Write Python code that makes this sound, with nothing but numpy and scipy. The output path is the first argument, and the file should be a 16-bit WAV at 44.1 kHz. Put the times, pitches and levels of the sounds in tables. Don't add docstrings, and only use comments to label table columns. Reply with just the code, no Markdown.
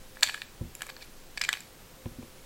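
import sys
import numpy as np
from scipy import signal
from scipy.fft import rfft, irfft
from scipy.io import wavfile
from scipy.ndimage import uniform_filter1d

SR = 44100
rng = np.random.default_rng(int(sys.argv[2]) if len(sys.argv) > 2 else 0)


def nominal_scale(level):
    x = np.asarray(level, float) / 20
    return 10 ** x


def output_pcm(signal):
    pcm = np.clip(np.atleast_2d(signal).T, -1, 1) * 32767
    wavfile.write(sys.argv[1], SR, np.round(pcm).astype(np.int16))


N = 108045


def evened(x):
    return x / np.sqrt(np.mean(x ** 2) + 1e-20)


def read(points, hz):
    f, value = np.transpose(points)
    return np.interp(np.log(hz + 1), np.log(f + 1), value)


def envelope(points, t):
    return nominal_scale(np.interp(t, *np.transpose(points), left=-120, right=-120))


def add(mix, s, sound):
    part = mix[round(s * SR):][:len(sound)]
    part += sound[:len(part)]


def high_pass(x, hz, order):
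    return signal.sosfilt(signal.butter(order, hz, "high", fs=SR, output="sos"), x)


def ring(modes, luck, length=0.054):
    detune, scatter_db, rise_cycles = 0.02, 1.5, 0.5
    t = np.arange(0, length, 1 / SR)
    hz, db, t60 = np.transpose(modes)[:, :, None]
    weight_luck = luck[:len(modes), None]
    pitch_luck = luck[::-1][:len(modes), None]
    rise = 1 - np.exp(-t * hz / rise_cycles)
    decay = nominal_scale(db + scatter_db * weight_luck - 60 * t / t60)
    tone = np.sin(2 * np.pi * hz * (1 + detune * pitch_luck) * t)
    return (rise * decay * tone).sum(0)


# (frequency [Hz], density [dB per Hz])
HISS_SPECTRUM = [(15, -26), (26, 9), (54, -4), (152, -5.5), (188, -8), (454, -9.5), (506, -12), (818, -15),
                 (15500, -24)]


def background():
    hiss_db, hum_db, hum_hz, hum_width_hz = -52, -65, 521, 3.4
    hz = np.fft.rfftfreq(N, 1 / SR)
    hiss, hum = rfft(rng.standard_normal((2, N)))
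    colour = nominal_scale(read(HISS_SPECTRUM, hz)) * hz ** 2 / (hz ** 2 + 25 ** 2)
    resonance = 1 / (1 + 2j * (hz - hum_hz) / hum_width_hz)
    return nominal_scale(hiss_db) * evened(irfft(hiss * colour, N)) + nominal_scale(hum_db) * evened(irfft(hum * resonance, N))


# (time [s], level [dB])
STAND_SWAY = [(0, -48), (.25, -60), (1.0, -57.5), (1.15, -50), (1.38, -52), (1.6, -68), (2.2, -61),
              (2.42, -54)]


def sway():
    rate_hz, wander = 15, 0.12
    t = np.arange(N) / SR
    drift = evened(sum(np.sin(2 * np.pi * (f * t + rng.random())) for f in (.4, .9, 1.7)))
    phase = 2 * np.pi * rate_hz * np.cumsum(1 + wander * drift) / SR
    return np.sqrt(2) * nominal_scale(np.interp(t, *np.transpose(STAND_SWAY))) * np.sin(phase)


# (frequency [Hz], level [dB], t60 [s])
TABLE_MODES = [(34, 5, 0.15), (52.3, -6, 0.28), (75, 3, 0.12), (109, 13.5, 0.058), (154, 12.5, 0.052),
               (237.2, 9, 0.11), (339.6, 5, 0.119), (526, 10.5, 0.04), (750, 3, 0.048), (1011, 8, 0.044)]
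# (time [s], level [dB], direction [signed], hardness [dB per octave], struck spot pitch [Hz])
TABLE_BUMPS = [
    (0.6106, -24.5, -1.14, -5.5, 104),
    (0.63, -25.5, 0.27, -7, 42),
    (0.647, -37, 1, -6, 140),
    (0.671, -37.5, 1, -8, 75),
    (2.057, -24, 0.91, -2.5, 104),
    (2.076, -47, -0.44, -4, 75),
    (2.116, -41.5, 1, -2, 120),
    (2.186, -31, 0.95, -20, 247),
    (2.224, -38, -0.98, 1, 372),
]


def bumps():
    push_s = 0.00094
    out, push = np.zeros(N), np.hanning(round(push_s * SR))
    for s, db, way, hard_db, spot_hz in TABLE_BUMPS:
        modes = []
        for hz, mode_db, t60 in TABLE_MODES + [(spot_hz, 9, .05)]:
            octaves_above = max(np.log2(hz / spot_hz), 0)
            modes.append((hz, mode_db + hard_db * octaves_above, t60))
        luck = .5 * np.clip(rng.standard_normal(20), -2, 2)
        sound = np.convolve(push, ring(modes, luck, length=.35))
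        add(out, s, way * nominal_scale(db) * sound / abs(sound).max())
    return out


# (frequency [Hz], level [dB], t60 [s])
SHELL_MODES = [(900, -28, 0.029), (1200, -3.5, 0.0054), (1720, -8.5, 0.031), (2418, -3.5, 0.017),
               (2956, -6.5, 0.014)]
CAP_MODES = [(3510, -5.5, 0.023), (3886, -3.5, 0.023), (4460, 3, 0.012), (5350, 0, 0.0068)]
EDGE_MODES = [(5950, -5, 0.011), (7300, 4.5, 0.011), (8030, 6, 0.0084), (9000, -2, 0.0061),
              (10130, 4, 0.0046), (11370, 1, 0.0058), (12920, -2.5, 0.0063)]
# (time [s], level [dB])
SLIDE_FORCES = [
    [(.15, -60), (.224, -68), (.236, -49), (.3, -50.5), (.36, -51), (.5, -67.5)],
    [(.79, -62), (.83, -60.5), (1.0, -69.5), (1.022, -48.5), (1.05, -67)],
    [(1.36, -67), (1.42, -57), (1.54, -51), (1.68, -66.5)],
]
SLIDE_LEVELS = (0, 1, -6)


def slides():
    slips_per_s, spread_db, pieces = 2300, 3.5, 10
    t = np.arange(N) / SR
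    force = sum(envelope(contour, t) for contour in SLIDE_FORCES)
    size = nominal_scale(spread_db * np.minimum(rng.exponential(1, N), 5))
    sign = np.sign(rng.random(N) - .5)
    slips = size * sign * (rng.random(N) < slips_per_s / SR)
    piece = rng.integers(0, pieces, N)
    luck = 2 * rng.standard_normal((pieces, 12))
    rubbing = np.zeros(N)
    for modes, db in zip((SHELL_MODES, CAP_MODES, EDGE_MODES), SLIDE_LEVELS):
        rung = sum(signal.oaconvolve(slips * (piece == k), ring(modes, row))[:N]
                   for k, row in enumerate(luck))
        rubbing += nominal_scale(db) * evened(rung)
    return force * rubbing


# (time [s], shell pitch [Hz], shell level [dB], cap level [dB], edge level [dB])
HALF_TURN = [(0.157, 2460, -46, -50, -48), (0.1705, 1830, -34, -55, -60), (0.209, 1680, -54, -36, -34.5),
             (0.2263, 1800, -17, -22, -21), (0.2293, 1820, -11, -18, -18), (0.2311, 3140, -24, -5.5, -11),
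             (0.2325, 2780, -20, 0, -10.5), (0.2354, 1900, -22, -22, -28), (0.2378, 1800, -18, -32, -13),
             (0.2427, 2370, -22, -22, -40), (0.248, 2600, -27, -28, -36), (0.2553, 2530, -31, -36, -51),
             (0.2642, 2440, -31, -22, -31), (0.2736, 2300, -23, -20, -37), (0.2784, 2360, -45, -31, -52),
             (0.283, 2200, -33, -45, -50), (0.2884, 1900, -22, -30, -32), (0.2947, 1880, -18, -39, -41),
             (0.2977, 1900, -19.5, -23.5, -31), (0.322, 2500, -57, -44, -52),
             (0.3427, 1550, -26.5, -29, -30), (0.3451, 1580, -22, -24.5, -37), (0.359, 1560, -53, -37, -58),
             (0.3773, 1750, -34, -44, -45), (0.4182, 1790, -28, -25.5, -39),
             (0.4192, 2670, -24.5, -41, -44)]
NUDGES_AND_TAPS = [(0.7518, 2630, -38, -39, -25.5), (0.808, 1720, -30.5, -45, -43),
                   (0.8195, 1650, -23, -23, -36), (0.8206, 820, -32, -25.5, -22.5),
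                   (0.8353, 1100, -38, -48, -50), (0.9018, 2300, -38, -29.5, -40),
                   (0.8317, 2300, -35, -42, -39), (0.867, 1200, -35, -43, -31),
                   (0.8859, 2470, -40, -47, -49), (0.8914, 2250, -29.5, -36, -50),
                   (0.8956, 2460, -39, -35, -33), (0.8991, 1840, -27, -38, -45),
                   (0.966, 1680, -33.5, -33, -52), (1.024, 2520, -45.5, -35, -56),
                   (1.0261, 2400, -38, -33, -50), (2.058, 2430, -37, -60, -61), (2.228, 980, -43, -58, -55)]
TURN_BACK = [(1.3748, 1710, -22.5, -23, -30), (1.3784, 2450, -23, -24.5, -32),
             (1.3957, 1870, -57, -52, -35), (1.4132, 2100, -16, -28, -45), (1.415, 2060, -13, -18, -25),
             (1.416, 1950, -25, -10, -22.5), (1.4222, 1820, -27, -40, -31), (1.428, 2460, -31, -45, -45),
             (1.438, 2430, -18, -20.5, -24.5), (1.44, 2300, -36, -22.5, -31), (1.4443, 2640, -29, -43, -27),
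             (1.4493, 2470, -23.5, -19, -27), (1.4518, 2350, -26.5, -36, -38), (1.487, 2010, -25, -28, -47),
             (1.4904, 1980, -9.5, -13.5, -16), (1.4938, 1780, -32, -26, -33), (1.5025, 1910, -35, -42, -56),
             (1.5154, 1900, -51, -50, -56), (1.5294, 2470, -16, -13.5, -23.5),
             (1.5373, 1770, -24, -24, -36), (1.5378, 2040, -27.5, -27, -31), (1.5524, 2100, -30, -44, -45),
             (1.572, 2100, -29.5, -34, -57), (1.6057, 1900, -38, -33, -30.5), (1.605, 2370, -55, -48, -36)]
# (free low body [dB], thin tips [dB])
GRIP_COLOURS = [
    (2.5, -1),
    (5.5, 2),
    (-7, -4),
]
# (time [s], pitch [Hz])
STRUCK_CAP_PITCHES = [(0, 4300), (.231, 4120), (.26, 3260), (.277, 4300), (.33, 3300), (.41, 3360),
                      (.7, 3720), (.815, 3280), (.85, 3880), (.893, 4830), (.96, 4400), (1.0, 4000),
                      (1.3, 4360), (1.41, 4990), (1.43, 4380), (1.448, 3350), (1.48, 3220), (1.52, 3850),
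                      (1.533, 3130), (1.55, 4240), (1.6, 5140)]
# (frequency [Hz], level [dB], t60 [s])
SNAPS = [
    (2500, -0.5, 0.0035),
    (3860, 4.5, 0.0017),
    (8400, 4, 0.0011),
]


def knocks(table, body_db, tips_db):
    chatter_s, damped = .00025, .7
    out, t = np.zeros(N), np.arange(150) / SR
    for s, shell_hz, *levels_db in table:
        chatter = rng.standard_normal(len(t)) ** 3 * np.exp(-t / chatter_s)
        chatter[0] = 6
        luck = np.clip(rng.standard_normal((3, 12)), -2, 2)
        cap_hz = [hz for start, hz in STRUCK_CAP_PITCHES if start < s][-1]
        shell = [(hz, db + body_db * (hz < 1500), damped * t60) for hz, db, t60 in SHELL_MODES]
        shell.append((shell_hz, 5, .007))
        cap = [(hz, db, damped * t60) for hz, db, t60 in CAP_MODES]
        cap.append((cap_hz, 10, .0055))
        edge = [(hz, db + tips_db * (hz > 9000), t60) for hz, db, t60 in EDGE_MODES]
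        for modes, snap, db, row in zip((shell, cap, edge), SNAPS, levels_db, luck):
            sound = np.convolve(chatter, ring(modes + [snap], row))
            add(out, s - chatter_s, nominal_scale(db) * sound / abs(sound).max())
    return out


def puzzle():
    flurries = zip((HALF_TURN, NUDGES_AND_TAPS, TURN_BACK), GRIP_COLOURS)
    contacts = slides() + sum(knocks(table, *grip) for table, grip in flurries)
    return high_pass(contacts, 644, order=4)


# (frequency [Hz], t60 [s])
ROOM_DECAY = [(500, 0.37), (1500, 0.23), (4000, 0.26), (10000, 0.39)]


def room(x):
    room_db, spacing = -11.5, 20
    taps = np.zeros(SR // 2)
    at = np.arange(120, SR // 2 - spacing, spacing)
    taps[at + rng.integers(0, spacing, len(at))] = rng.choice([-1., 1.], len(at))
    hz, t, z = signal.stft(taps, SR, nperseg=256)
    decay = nominal_scale(-60 * t / read(ROOM_DECAY, hz)[:, None])
    tail = signal.istft(z * decay, SR, nperseg=256)[1]
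    return nominal_scale(room_db) * signal.fftconvolve(x, tail / np.linalg.norm(tail))[:N]


def scene():
    direct = puzzle()
    table = high_pass(bumps(), 30, order=2)
    return np.tile(direct + room(direct) + table + sway() + background(), (2, 1))


# (start [s], end [s], level [dB])
WIDE_BURSTS = [
    (0.194, 0.219, -15),
    (1.35, 1.395, -13),
    (1.424, 1.48, -5),
    (1.48, 1.5, -24),
]


def stereo_image(mono):
    edge_hz, patch_hz, hole_limit = 15950, 8800, 1.0
    split_limit, split_db = .6, -3
    side_db, side_hz, mask_db = -14, 1150, 14
    stray_hz, stray_limit = 4000, 1.5
    hz, t, z = signal.stft(mono, SR, nperseg=1024, noverlap=768)
    column = hz[:, None]
    band = (hz // 700).astype(int)
    fine_band = np.minimum(hz // 250, 39).astype(int)

    hole, split, stray = (evened(uniform_filter1d(rng.standard_normal((40, len(t))), size=n))
                          for n in (18, 12, 7))
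    high = column > patch_hz
    z = z * (column < edge_hz) * ~(high & (hole[band] > hole_limit))
    level = uniform_filter1d(abs(z), size=5, axis=0)
    usual = np.median(level, axis=1, keepdims=True)
    calm = (level / (usual + 1e-12))[2:120].mean(0) < nominal_scale(mask_db)

    apart = high & (split[band] > split_limit) & (column % 700 < 400)
    strays = (stray[fine_band] > stray_limit) & (column < stray_hz)
    low = (column < side_hz * nominal_scale(2.5 * stray[0])) | strays
    parted = sum(nominal_scale(db) * (t > a) * (t < b) for a, b, db in WIDE_BURSTS) * (column > side_hz)
    patches = nominal_scale(split_db) * apart + nominal_scale(side_db) * low * calm
    side = np.minimum(level, 2 * usual) * patches + level * parted
    side = side * np.exp(2j * np.pi * rng.random(z.shape))
    mid, side = signal.istft(np.array([z, side]), SR, nperseg=1024, noverlap=768)[1][:, :N]
    return np.array([mid + side, mid - side])


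def low_pass(x):
    return signal.sosfilt(signal.butter(12, 16810, fs=SR, output="sos"), x)


def record(dry):
    mix = stereo_image(dry[0])
    return low_pass(mix)


dry = scene()
out = record(dry)
output_pcm(out)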